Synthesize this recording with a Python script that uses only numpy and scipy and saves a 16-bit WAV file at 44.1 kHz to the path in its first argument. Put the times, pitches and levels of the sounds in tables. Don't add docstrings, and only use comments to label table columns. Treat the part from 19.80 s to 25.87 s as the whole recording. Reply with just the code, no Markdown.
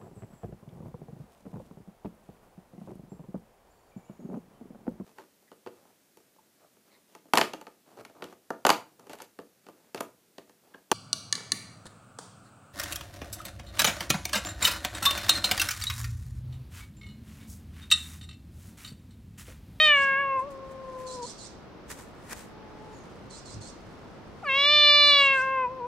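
import sys
import numpy as np
from scipy import signal
from scipy.fft import rfft, irfft, next_fast_len
from scipy.io import wavfile
from scipy.ndimage import map_coordinates

SR = 44100
rng = np.random.default_rng(int(sys.argv[2]) if len(sys.argv) > 2 else 0)


def generate_wav(sig):
    pcm = np.round(np.clip(np.atleast_2d(sig).T, -1, 1) * 32767).astype(np.int16)
    wavfile.write(sys.argv[1], SR, pcm)


N = 267674
TIME = np.arange(N) / SR


def amp(db):
    return 10 ** (np.asarray(db) / 20)


def unit(x):
    return x / np.sqrt(np.mean(x ** 2) + 1e-20)


def along(points, hz):
    knots_hz, values = np.transpose(points)
    return np.interp(np.log(hz + 1), np.log(knots_hz + 1), values)


def curves(rows, at=TIME):
    knots, *columns = np.transpose(rows)
    return [np.interp(at, knots, column) for column in columns]


def gate(start, end, edge_s=0.0068):
    return np.clip(1 + np.minimum(TIME - start, end - TIME) / edge_s, 0, 1) ** 2


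def bump(x, width):
    return np.exp(-(x / width) ** 2)


def wobble(rate):
    return map_coordinates(rng.standard_normal(int(N * rate / SR) + 4), [TIME * rate])


def filtered(x, response):
    size = next_fast_len(N + 8192)
    return irfft(rfft(x, size) * response(np.fft.rfftfreq(size, 1 / SR)), size)[..., :N]


def noise(spectrum, coherence):
    def response(hz):
        angle = np.arccos(np.clip(along(coherence, hz), -1, 1)) / 2
        return amp(along(spectrum, hz)) * [np.cos(angle), np.sin(angle)]
    mid, side = filtered(rng.standard_normal((2, N)), response)
    return unit(np.array([mid + side, mid - side]))


def cycle(hz):
    return 2 * np.pi * np.cumsum(hz) / SR


def pan(left_db):
    return amp(np.array([[.5], [-.5]]) * left_db)


# frequency in Hz, relative level in dB.
AIR_SPECTRUM = [(12, -22.5), (22, -11.5), (65, -5), (105, -5), (180, -4), (330, -6), (480, -8),
                (700, -11.5), (1200, -14.5), (1700, -20), (3500, -28.5), (5600, -33), (8000, -47.5),
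                (14000, -51)]
# frequency in Hz, coherence from 0 to 1.
AIR_COHERENCE = [(25, .95), (70, .62), (200, .58), (700, .55), (1500, .4), (5000, .15)]


def rumble(db=-47):
    return amp(db + 0.3 * wobble(1)) * noise(AIR_SPECTRUM, AIR_COHERENCE)


# start in seconds, level in dB.
SCOLD_NOTES = [(-.008, -49), (0.157, -52), (1.27, -49), (1.427, -47.5), (1.584, -50.5), (3.506, -52.5),
               (3.658, -52.5), (3.814, -53), (5.229, -51.5), (5.379, -51), (5.532, -55)]
# frequency in Hz, relative level in dB.
RASP_SPECTRUM = [(2500, -29.5), (3500, -9.5), (4300, -8.5), (5500, -6.5), (7000, -4), (8500, -7),
                 (9700, -17.5), (12000, -40.5), (16000, -53.5)]
NOTE_S, NOTE_EDGE_S = 0.089, 0.014
LOW_VOICE_HZ, LOW_TURN_S, LOW_RISE_HZ = 4104, .028, 1810
HIGH_VOICE_HZ, HIGH_RISE_HZ = 7100, 1850
HIGH_PEAK_S, HIGH_WIDTH_S = .056, .025


def scolding(rasp_db=-1.0, low_db=-1.5, high_db=-3):
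    notes = np.zeros((2, N))
    rasp = noise(RASP_SPECTRUM, [(5000, .1)]) * amp(2 * wobble(350))
    low_flutter = 1 + .02 * wobble(600) + .012 * wobble(70)
    high_flutter = 1 + .024 * wobble(900) + .012 * wobble(90)
    detunings = 1 + 0.015 * rng.standard_normal(len(SCOLD_NOTES))
    for (start, db), detune in zip(SCOLD_NOTES, detunings):
        envelope = gate(start, start + NOTE_S, NOTE_EDGE_S)
        on = envelope > 0
        t = TIME[on] - start
        low_hz = LOW_VOICE_HZ + LOW_RISE_HZ * ((t - LOW_TURN_S) / (NOTE_S - LOW_TURN_S)) ** 2
        high_hz = HIGH_VOICE_HZ + HIGH_RISE_HZ * (t / NOTE_S) ** 2
        high_swell = bump(t - HIGH_PEAK_S, HIGH_WIDTH_S)
        low = amp(low_db) * np.sin(cycle(detune * low_hz * low_flutter[on]))
        high = amp(high_db) * high_swell * np.sin(cycle(detune * high_hz * high_flutter[on]))
        notes[:, on] += envelope[on] * amp(db) * (low + high + amp(rasp_db) * rasp[:, on])
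    return notes * pan(left_db=-6)


# frequency in Hz, gain in dB.
VOICE_COLOUR = [(500, 0), (1100, -1.1), (1700, -24.2), (2400, -14.4), (3300, -26.1), (4200, -10.2),
                (5000, 6.7), (6000, 11), (7100, 17), (8500, 8)]
# bandwidth of one formant in Hz, lowest formant first.
FORMANT_WIDTHS = [106, 830, 347, 500]


def throat(hz, formants):
    gain = amp(along(VOICE_COLOUR, hz))
    for centre, width in zip([*formants, 1.246 * formants[-1]], FORMANT_WIDTHS):
        gain = gain * centre ** 2 / (centre ** 2 - hz ** 2 + 1j * hz * width)
    return gain


# opening from 0 to 1, source tilt in dB per octave,
# then the low, middle and upper formants in Hz.
MOUTH_SHAPES = [(0, -3.3, 764, 1320, 3170), (.2, -3.6, 905, 1970, 2350), (.4, -0.1, 1347, 1960, 2710),
                (.6, 1.8, 1622, 1910, 2760), (.8, 2.4, 1771, 2550, 2930), (1, 2.5, 1967, 3390, 3430)]
CATCH_HZ, CATCH_S, CATCH_DULL_DB = 223.1, .009, 11.5
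HOARSE_SHUT_DB, HOARSE_WIDE_DB = -12, -5
GROWL_AT_S, GROWL_S, GROWL_DB = 4.82, .08, 8
HOLLOW_HZ, HOLLOW_WIDTH_HZ, HOLLOW_DB, HOLLOW_S = 4500, 420, 12.5, 0.22


def yowl(contour, gape, catches=False, whine_jitter=0.0088, shimmer_db=0.29, lips_part=0.46, count=14):
    window = gate(contour[0][0], contour[-1][0])
    on = window > 0
    pitch, db = curves(contour, TIME[on])
    opening, = curves(gape)
    tilt_db, *formants = curves(MOUTH_SHAPES, opening[on])
    catch = catches * np.exp(-np.maximum(TIME[on] - contour[0][0], 0) / CATCH_S)
    pitch += CATCH_HZ * catch
    tilt_db -= CATCH_DULL_DB * catch
    hollow_db = HOLLOW_DB * bump(TIME[on] - GROWL_AT_S, HOLLOW_S)
    growl_db = GROWL_DB * bump(TIME - GROWL_AT_S, GROWL_S)
    turbulence = amp(HOARSE_SHUT_DB + (HOARSE_WIDE_DB - HOARSE_SHUT_DB) * opening + growl_db)
    tremor = (.0011 + .0014 * turbulence) * wobble(200) + .001 * wobble(25)
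    shut = np.clip(1 - opening[on] / lips_part, 0, 1)
    pitch *= 1 + tremor[on] + whine_jitter * shut * wobble(110)[on]
    phase = cycle(pitch)
    voice, power, envelope, puffs = np.zeros((4, N))
    for k in range(1, count + 1):
        source_db = (tilt_db + 0.45 * wobble(18)[on]) * np.log2(k)
        notch_db = hollow_db * bump(k * pitch - HOLLOW_HZ, HOLLOW_WIDTH_HZ)
        harmonic = amp(source_db - notch_db) * throat(k * pitch, formants)
        voice[on] += np.imag(harmonic * np.exp(1j * k * phase))
        power[on] += np.abs(harmonic) ** 2 / 2
    envelope[on] = amp(db + (shimmer_db + 1.4 * shut) * wobble(60)[on]) / np.sqrt(power[on])
    puffs[on] = (1 + np.cos(phase)) * rng.standard_normal(len(phase))
    return window * envelope * (voice + turbulence * breath(puffs, gape))


def breath(puffs, gape, corner_hz=3000):
    hz, t, spectra = signal.stft(puffs, SR, nperseg=512)
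    hz = hz[:, None]
    opening, = curves(gape, t)
    _, *formants = curves(MOUTH_SHAPES, opening)
    highpass = hz ** 2 / (hz ** 2 + corner_hz ** 2)
    return signal.istft(spectra * highpass * np.abs(throat(hz, formants)), SR)[1][:N]


# time in seconds, pitch in Hz, level in dB.
FIRST_YOWL = [(0.0, 616, -16.5), (0.04, 621.7, -18), (0.122, 587, -17.5), (0.178, 556, -21.5),
              (0.346, 542, -24.5), (0.41, 560, -26), (0.456, 548, -29.5), (0.55, 535.3, -26.5),
              (0.594, 518.5, -25.5), (0.612, 524.4, -29.5), (0.65, 562, -40.5)]
FIRST_WHINE = [(.68, 576, -42), (0.729, 537.5, -45.5), (.97, 533, -44.5), (1.13, 519, -41),
               (1.36, 510.4, -40.5), (1.436, 467.6, -37), (1.456, 508, -41.5)]
SECOND_YOWL = [(4.63, 608.7, -42.5), (4.696, 538.6, -25), (4.72, 532.7, -25), (4.79, 560.0, -22.5),
               (4.928, 595.3, -18), (5.058, 587.8, -16.5), (5.292, 581.4, -17), (5.482, 547, -20),
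               (5.56, 535.4, -24), (5.608, 515.5, -24), (5.626, 529.5, -27.5), (5.732, 531.6, -27),
               (5.836, 511.7, -26), (5.864, 490.6, -28), (5.89, 498.3, -37)]
SECOND_WHINE = [(5.914, 521, -39), (5.985, 520.7, -41), (6.02, 473.3, -33), (6.07, 500, -36)]
# time in seconds, opening from 0 (shut) to 1 (wide).
FIRST_GAPE = [(0, .95), (.06, 0.95), (0.121, 0.83), (.19, 0.68), (0.411, 0.62), (.47, 0.46), (0.601, 0.29),
              (.67, 0.048)]
SECOND_GAPE = [(4.63, 0.29), (4.7, 0.79), (4.8, 0.95), (4.919, 0.99), (5.35, 0.95), (5.519, 0.79),
               (5.601, 0.543), (5.831, .37), (5.911, 0.12)]


def yowls():
    first = yowl(FIRST_YOWL + FIRST_WHINE, FIRST_GAPE)
    second = yowl(SECOND_YOWL + SECOND_WHINE, SECOND_GAPE, catches=True)
    return first + second


# frequency in Hz, gain in dB.
TREBLE_CUT = [(3700, 0), (4400, -10.5), (5000, -14), (7000, -11)]
# time in seconds, brightness from 0 (dull) to 1 (full).
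BRIGHTNESS = [(4.6, 0.05), (4.68, 0.99), (4.93, 0.63), (5.08, 0.98)]
# frequency in Hz, left minus right level in dB.
VOICE_BALANCE = [(550, 4.5), (1170, 1.5), (1930, 1), (3160, -0.5), (5200, -3.5)]


def voice_at_ears(voice, left_lead_s=.00003):
    dull = filtered(voice, lambda hz: amp(along(TREBLE_CUT, hz)))
    brightness, = curves(BRIGHTNESS)
    heard = dull + brightness * (voice - dull)
    advance_s = np.array([[.5], [-.5]]) * left_lead_s
    return filtered(heard, lambda hz: pan(along(VOICE_BALANCE, hz)) * np.exp(2j * np.pi * hz * advance_s))


# peak time in seconds, level in dB, seconds to rise 20 dB,
# seconds to fall 20 dB, relative level of a stiff leaf's crack in dB.
SWISHES = [(0.595, -55.5, 0.013, 0.051, -7), (.709, -56.5, 0.012, .045, -9),
           (0.921, -61, 0.064, 0.0403, -20), (1.19, -56.5, 0.027, 0.2, -5), (2.109, -36, 0.021, 0.042, -14),
           (2.19, -49, 0.073, 0.12, -23), (2.532, -34.5, 0.045, 0.0087, -6.5),
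           (2.596, -47, 0.2, 0.099, -18)]
# frequency in Hz, relative level in dB.
SWISH_SPECTRUM = [(300, -0.5), (1000, -1), (1800, -0.5), (2800, -7.5), (5500, -5.5), (8000, -1.5),
                  (10500, -7.5), (15000, -14)]
CRACK_SPECTRUM = [(700, -39), (1150, -8), (1500, -8.5), (1850, 1.5), (2100, -12.5), (2400, -4),
                  (3000, -23.5), (6000, -55)]


def leaves(crackle_db=3):
    swells = np.array([amp(db - 20 * np.maximum((peak - TIME) / rise, (TIME - peak) / fall))
                       for peak, db, rise, fall, _ in SWISHES])
    crackle = unit(noise(SWISH_SPECTRUM, [(1500, 0.88), (8000, 0.12)]) * amp(crackle_db * wobble(900)))
    swishes = np.linalg.norm(swells, axis=0) * crackle
    crack_gains = amp(np.array(SWISHES)[:, -1])
    cracks = crack_gains @ swells * noise(CRACK_SPECTRUM, [(1500, 0.87)]) * pan(left_db=5.0)
    return swishes + cracks


# frequency in Hz, relative level in dB.
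HISS_SPECTRUM = [(1500, -22.5), (4000, 4), (8000, 0.5), (11000, -6.5), (15500, -26)]
# peak time in seconds, level in dB.
HISS_SWELLS = [(.8, -75), (1.4, -61), (3.2, -67.5), (4.1, -71), (4.9, -59)]


def hiss(swell_s=.27, rest_db=-87):
    crackle = unit(noise(HISS_SPECTRUM, [(5000, 0.41)]) * amp(3 * wobble(420) + 1.5 * wobble(32)))
    envelope = amp(rest_db) + sum(amp(db) * bump(TIME - peak, swell_s) for peak, db in HISS_SWELLS)
    return envelope * crackle


def moan(start=2.72, length_s=0.412, fade_s=0.076, hz=424, rise_hz_per_s=26, db=-55, swell_db_per_s=12):
    t = np.clip(TIME - start, 0, length_s)
    phase = cycle((hz + rise_hz_per_s * t) * (1 + .02 * wobble(130)))
    envelope = gate(start, start + length_s, fade_s) * amp(db + swell_db_per_s * t)
    shimmer = amp(1.5 * wobble(30))
    return envelope * shimmer * (amp(-2) * np.sin(phase) + np.sin(2 * phase))


def whistle(start=3.145, length_s=0.079, fade_s=0.031, hz=6850, fall_hz_per_s=4800, db=-67):
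    pitch = hz - fall_hz_per_s * (TIME - start)
    flutter = 1 + .007 * wobble(500)
    envelope = gate(start, start + length_s, fade_s) * amp(db)
    return envelope * np.sin(cycle(pitch * flutter)) * pan(left_db=-14)


def thud(peak_s=3.775, hz=105, db=-38.5, slope_s=0.028):
    soil = noise([(30, -12), (70, -1.5), (150, -8.5), (300, -12), (1000, -61.5)], [(100, 0.48)])
    tone = np.sin(cycle(hz * (1 + 0.1 * wobble(70))))
    envelope = amp(db - 8 * np.abs(TIME - peak_s) / slope_s)
    return envelope * (tone + 0.8 * soil)


def squeak(start=4.658, length_s=0.053, hz=4800, fall_hz_per_s=28000, db=-50.5):
    pitch = hz - fall_hz_per_s * (TIME - start)
    return gate(start, start + length_s) * amp(db) * np.sin(cycle(pitch))


# frequency in Hz, seconds to decay by 60 dB.
YARD_DECAY = [(300, 0.41), (3000, 0.63), (8000, 0.3), (14000, 0.028)]


def yard_echo(sound):
    hz, t, spectra = signal.stft(rng.standard_normal((2, SR // 2)), SR, nperseg=256)
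    decay = amp(-60 * t / along(YARD_DECAY, hz)[:, None])
    tail = signal.istft(spectra * decay, SR)[1]
    return signal.fftconvolve(sound, tail / np.linalg.norm(tail[0]), axes=1)[:, :N]


def scene(yowl_db=.5, cat_echo_db=-23, bird_echo_db=-5, rustle_echo_db=-16):
    cats = voice_at_ears(amp(yowl_db) * yowls() + squeak() + moan())
    birds = scolding() + whistle()
    rustle = leaves() + hiss()
    echo = yard_echo(amp(cat_echo_db) * cats + amp(bird_echo_db) * birds + amp(rustle_echo_db) * rustle)
    return cats + birds + rustle + echo + thud() + rumble()


def record(dry, top_hz=15750):
    return filtered(dry, lambda hz: hz < top_hz)


dry = scene()
out = record(dry)
generate_wav(out)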